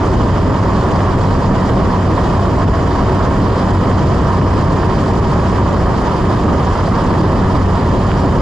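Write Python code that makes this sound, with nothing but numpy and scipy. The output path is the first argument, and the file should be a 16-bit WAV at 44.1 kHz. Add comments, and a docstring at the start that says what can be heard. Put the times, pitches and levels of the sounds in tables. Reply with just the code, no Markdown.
"""A single-engine plane's three-blade propeller hums at governed speed, heard from a camera on the airframe.
Buffeting air roars heavily; the slipstream rings hollows of the airframe and hisses in quick eddies.
A faint turbine whine sits on top and steps up once. Drizzle ticks now and then on the camera,
whose limiter holds the level flat."""
import sys
import numpy as np
from scipy import signal
from scipy.fft import rfft, irfft, next_fast_len
from scipy.io import wavfile
from scipy.ndimage import uniform_filter1d, minimum_filter1d, map_coordinates

SR = 44100
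rng = np.random.default_rng(int(sys.argv[2]) if len(sys.argv) > 2 else 0)


def waveform_to_disk(signal):
    """Save audio, clipped to [-1, 1], as 16-bit WAV at the path in sys.argv[1]."""
    frames = np.transpose(np.atleast_2d(signal))
    scaled = np.clip(frames, -1, 1) * 32767
    samples = np.round(scaled).astype(np.int16)
    wavfile.write(sys.argv[1], SR, samples)


N = 370881


def propeller(t, angle, throb_db, waver_db, smear_rad):
    """Each blade pushes a pressure pulse; turbulence makes the hum throb and shakes its overtones."""
    # harmonic, level_db
    tones = [(1, -20.9), (2, -26.3), (3, -37), (4, -31), (5, -41), (6, -40.5), (7, -38.5), (10, -39),
             (11, -43.5)]
    # harmonic, centre_s, gain_db, half_width_s
    swells = [(1, 1.8, -3.5, .2), (1, 4.5, 2.5, .25), (1, 6.05, -6, .55), (1, 7.6, 3.5, .4),
              (2, 1.5, 3.5, .25), (2, 4.3, -3, 1.6), (2, 6.45, -5, .35), (2, 7.25, 2.5, .3),
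              (4, 4.3, -6, .2), (4, 6.9, -3.5, .3), (7, 3, 2.5, .9), (7, 6.5, -10, .8)]
    hum = np.zeros(N)
    for harmonic, level_db in tones:
        swell_db = bells(t, [row[1:] for row in swells if row[0] == harmonic])
        shake_db = throb_db * wobble(9) if harmonic == 1 else waver_db * wobble(3)
        phase = harmonic * angle + rng.uniform(0, 2 * np.pi) + smear_rad * wobble(6.6)
        hum += amp(level_db + swell_db + shake_db) * np.cos(phase)
    return np.sqrt(2) * hum


def blade_angle(blade_hz, drift_hz):
    """Blade-passage phase; the governor holds the speed almost constant."""
    return 2 * np.pi * np.cumsum(blade_hz + drift_hz * wobble(1.547)) / SR


def buffet(lump_db):
    """Large eddies thump on the camera."""
    # freq_hz, density_db
    spectrum = [(8, -63), (20, -44.5), (32, -39.5), (55, -35.5), (110, -36.5), (220, -41), (420, -47),
                (700, -55), (1200, -62.5), (2500, -110)]
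    return amp(lump_db * wobble(16)) * air(rng.standard_normal((2, N)), lambda hz: amp(along(spectrum, hz)))


def slipstream(eddies, eddy_db, flutter_db):
    """Propeller wash roars past and rings airframe hollows, each swelling on its own."""
    # freq_hz, density_db
    rush = [(150, -78), (400, -54), (650, -50.5), (850, -53), (930, -49.5), (1060, -48.5), (1250, -54),
            (1450, -61), (1850, -62), (2200, -72), (3000, -87), (6000, -120)]
    # centre_hz, width_hz, peak_density_db, swell_db
    hollows = [(947, 68, -51.5, .5), (3070, 150, -73.5, 1), (3150, 480, -76, .5), (4500, 130, -81, 1),
               (4790, 150, -78.5, 1), (4990, 110, -77, 1.2)]
    roar = air(rng.standard_normal((2, N)), lambda hz: amp(along(rush, hz)))
    for centre_hz, width_hz, peak_db, swell_db in hollows:
        white = rng.standard_normal((2, N))
        ring = air(white, lambda hz: amp(peak_db) / (1 + 2 * ((hz - centre_hz) / width_hz) ** 2))
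        roar += amp(swell_db * wobble(5.4)) * ring
    return amp(eddy_db * eddies + flutter_db * wobble(90)) * roar


def hiss(eddies, angle):
    """High airflow hiss, flickering unevenly across pitch and time, louder in each eddy and blade wake."""
    # freq_hz, density_db
    spectrum = [(1000, -100), (2300, -73), (3500, -75.5), (4000, -75.5), (4300, -76), (4800, -73.5),
                (5500, -78), (6400, -82), (7200, -79.5), (8000, -89.5), (9100, -94), (9900, -91.5),
                (10400, -102), (12100, -102)]
    gain_db = .45 * eddies + .2 * wobble(6) + .65 * wobble(110) + .42 * np.cos(angle)
    return amp(gain_db) * air(flicker_noise(depth_db=1.3), lambda hz: amp(along(spectrum, hz)))


def turbine(t, angle, base_db, rise_db, rise_mid_s, rise_s, swing_rad):
    """The whine steps up once; blade wakes split it into lines one blade rate apart."""
    # pitch_hz, relative_db
    tones = [(9815, 1.5), (14185, -24.5)]
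    whine_db = base_db + rise_db * np.clip(.5 + (t - rise_mid_s) / rise_s, 0, 1)
    whine = np.zeros(N)
    for pitch_hz, relative_db in tones:
        gain = amp(whine_db + relative_db + wobble(8))
        phase = 2 * np.pi * pitch_hz * t + swing_rad * np.sin(angle) + .4 * wobble(6)
        whine += gain * np.sin(phase)
    return np.sqrt(2) * whine


def drizzle(spray_db, spread_db, spray_count):
    """A few drops and a fine spray tick on the housing, each ringing it a little differently."""
    # start_s, level_db
    drops = [(1.005, -15), (3.212, -19), (3.856, -18), (3.914, -16.5), (4.414, -18), (5.113, -19),
             (5.397, -18), (6.809, -20), (8.116, -11.5)]
    # pitch_hz, mode_db, t60_s
    housing_modes = [(1670, 5, 0.0076), (2330, 2.5, 0.0055), (2950, -0.5, 0.0055)]
    chance = rng.random((spray_count, 2))
    spray = np.column_stack([chance[:, 0] * N / SR, spray_db + spread_db * chance[:, 1]])
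    t = np.arange(SR // 50) / SR
    onset = 1 - np.exp(-(t / .0005) ** 2)  # water strikes softly: about 1 ms to build
    ticks = np.zeros(N + SR)
    for start_s, level_db in np.vstack([drops, spray]):
        ring = np.zeros(len(t))
        for pitch_hz, mode_db, t60_s in housing_modes:
            detuned_hz = pitch_hz * rng.lognormal(0, 0.045)
            ring += amp(mode_db - 60 * t / t60_s) * np.sin(2 * np.pi * detuned_hz * t)
        ticks[round(start_s * SR):][:len(t)] += amp(level_db) * onset * ring
    return ticks[:N]


def air(white, colour):
    """Two noises shaped by colour(hz), heard at both microphone ports; small eddies differ between them."""
    # freq_hz, port_coherence
    coherence = [(60, 0.994), (130, 0.99), (260, 0.89), (500, 0.8), (1100, 0.9), (1450, 0.78), (1900, 0.79),
                 (2600, 0.6), (3200, 0.63), (4300, 0.84), (6000, 0.32), (7800, 0.64), (9000, 0.99)]

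    def response(hz):
        turn_rad = np.arccos(np.clip(along(coherence, hz), 0, 1)) / 2
        return colour(hz) * np.array([np.cos(turn_rad), np.sin(turn_rad)])

    mid, side = filtered(white * np.sqrt(SR / 2), response)
    return np.array([mid + side, mid - side])


def flicker_noise(depth_db, frame_samples=512):
    """Two white noises, their gain uneven in time and frequency."""
    spectra = signal.stft(rng.standard_normal((2, N)), nperseg=frame_samples)[2]
    field = uniform_filter1d(rng.standard_normal(spectra.shape[1:]), size=16, axis=0)
    field = unit(uniform_filter1d(field, size=5, axis=1))
    noise = signal.istft(spectra * amp(depth_db * field), nperseg=frame_samples)[1]
    return unit(noise[:, :N])


def amp(db):
    """Decibels to gain."""
    return 10 ** (np.asarray(db) / 20)


def unit(x):
    """Scale to rms 1."""
    return x / np.sqrt(np.mean(x ** 2) + 1e-20)


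def along(points, hz):
    """Interpolate (freq_hz, value) points on a log axis."""
    freq_hz, values = np.transpose(points)
    return np.interp(np.log(hz + 1), np.log(freq_hz + 1), values)


def wobble(rate_hz):
    """Smooth random curve, rms 1."""
    knots = rng.standard_normal(int(N * rate_hz / SR) + 4)
    return unit(map_coordinates(knots, [np.arange(N) * rate_hz / SR]))


def bells(t, rows):
    """Bell-shaped swells and sags about 0 dB."""
    return sum(db * np.exp(-((t - centre_s) / half_width_s) ** 2) for centre_s, db, half_width_s in rows)


def filtered(x, response):
    """Apply a complex response(hz)."""
    size = next_fast_len(N + SR // 2)
    return irfft(rfft(x, size) * response(np.fft.rfftfreq(size, 1 / SR)), size)[..., :N]


def limiter(x, drive_db, ceiling_db):
    """Gain ducks as short-term power nears the ceiling, and on rare peaks."""
    hot = x * amp(drive_db)
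    power = np.abs(uniform_filter1d(np.mean(hot ** 2, axis=0), size=700))
    power_gain = (1 + (power / amp(ceiling_db) ** 2) ** 4) ** (-1 / 8)
    peak_gain = minimum_filter1d(.88 / (np.abs(hot).max(axis=0) + 1e-9), size=300)
    return hot * uniform_filter1d(np.minimum(power_gain, peak_gain), size=300)


def scene():
    """Engine, airflow and drizzle; the same eddies stir roar and hiss."""
    # centre_s, gain_db, half_width_s
    gusts = [(0.45, -0.7, 0.33), (4.15, 0.5, 0.28), (6.72, 0.5, 0.18)]
    t = np.arange(N) / SR
    angle = blade_angle(blade_hz=93.84, drift_hz=0.048)
    eddies = wobble(32)
    hum = propeller(t, angle, throb_db=1.1, waver_db=1.15, smear_rad=.2)
    whine = turbine(t, angle, base_db=-82, rise_db=14, rise_mid_s=4.5, rise_s=.8, swing_rad=1.7)
    wash = slipstream(eddies, eddy_db=0.45, flutter_db=1.23) + hiss(eddies, angle)
    airflow = buffet(lump_db=1.1) + amp(bells(t, gusts)) * wash
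    return hum + airflow + whine + drizzle(spray_db=-44, spread_db=2, spray_count=70)


def record(dry):
    """The camera body shades and delays each port; then limiter and treble roll-off."""
    # freq_hz, left_minus_right_db
    balance = [(100, 0), (300, -0.5), (700, -1.5), (1100, -2.5), (2100, -2.4), (3000, -8), (4000, -1),
               (4800, 3), (6000, 2.5), (7500, -0.5)]
    # freq_hz, left_lead_rad
    lead = [(450, -0.032), (1000, -0.56), (1800, -0.19), (2600, 0.88), (3000, 0.19), (3700, -0.75),
            (5500, -0.48), (7000, -0.16)]
    rolloff_hz, cutoff_hz = 12000, 14450
    sides = np.array([[1], [-1]]) / 2
    ports = filtered(dry, lambda hz: amp(sides * along(balance, hz)) * np.exp(1j * sides * along(lead, hz)))
    held = limiter(ports, drive_db=1.0, ceiling_db=-11)
    return filtered(held, lambda hz: (hz < cutoff_hz) / np.hypot(1, (hz / rolloff_hz) ** 9))


dry = scene()
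out = record(dry)
waveform_to_disk(out)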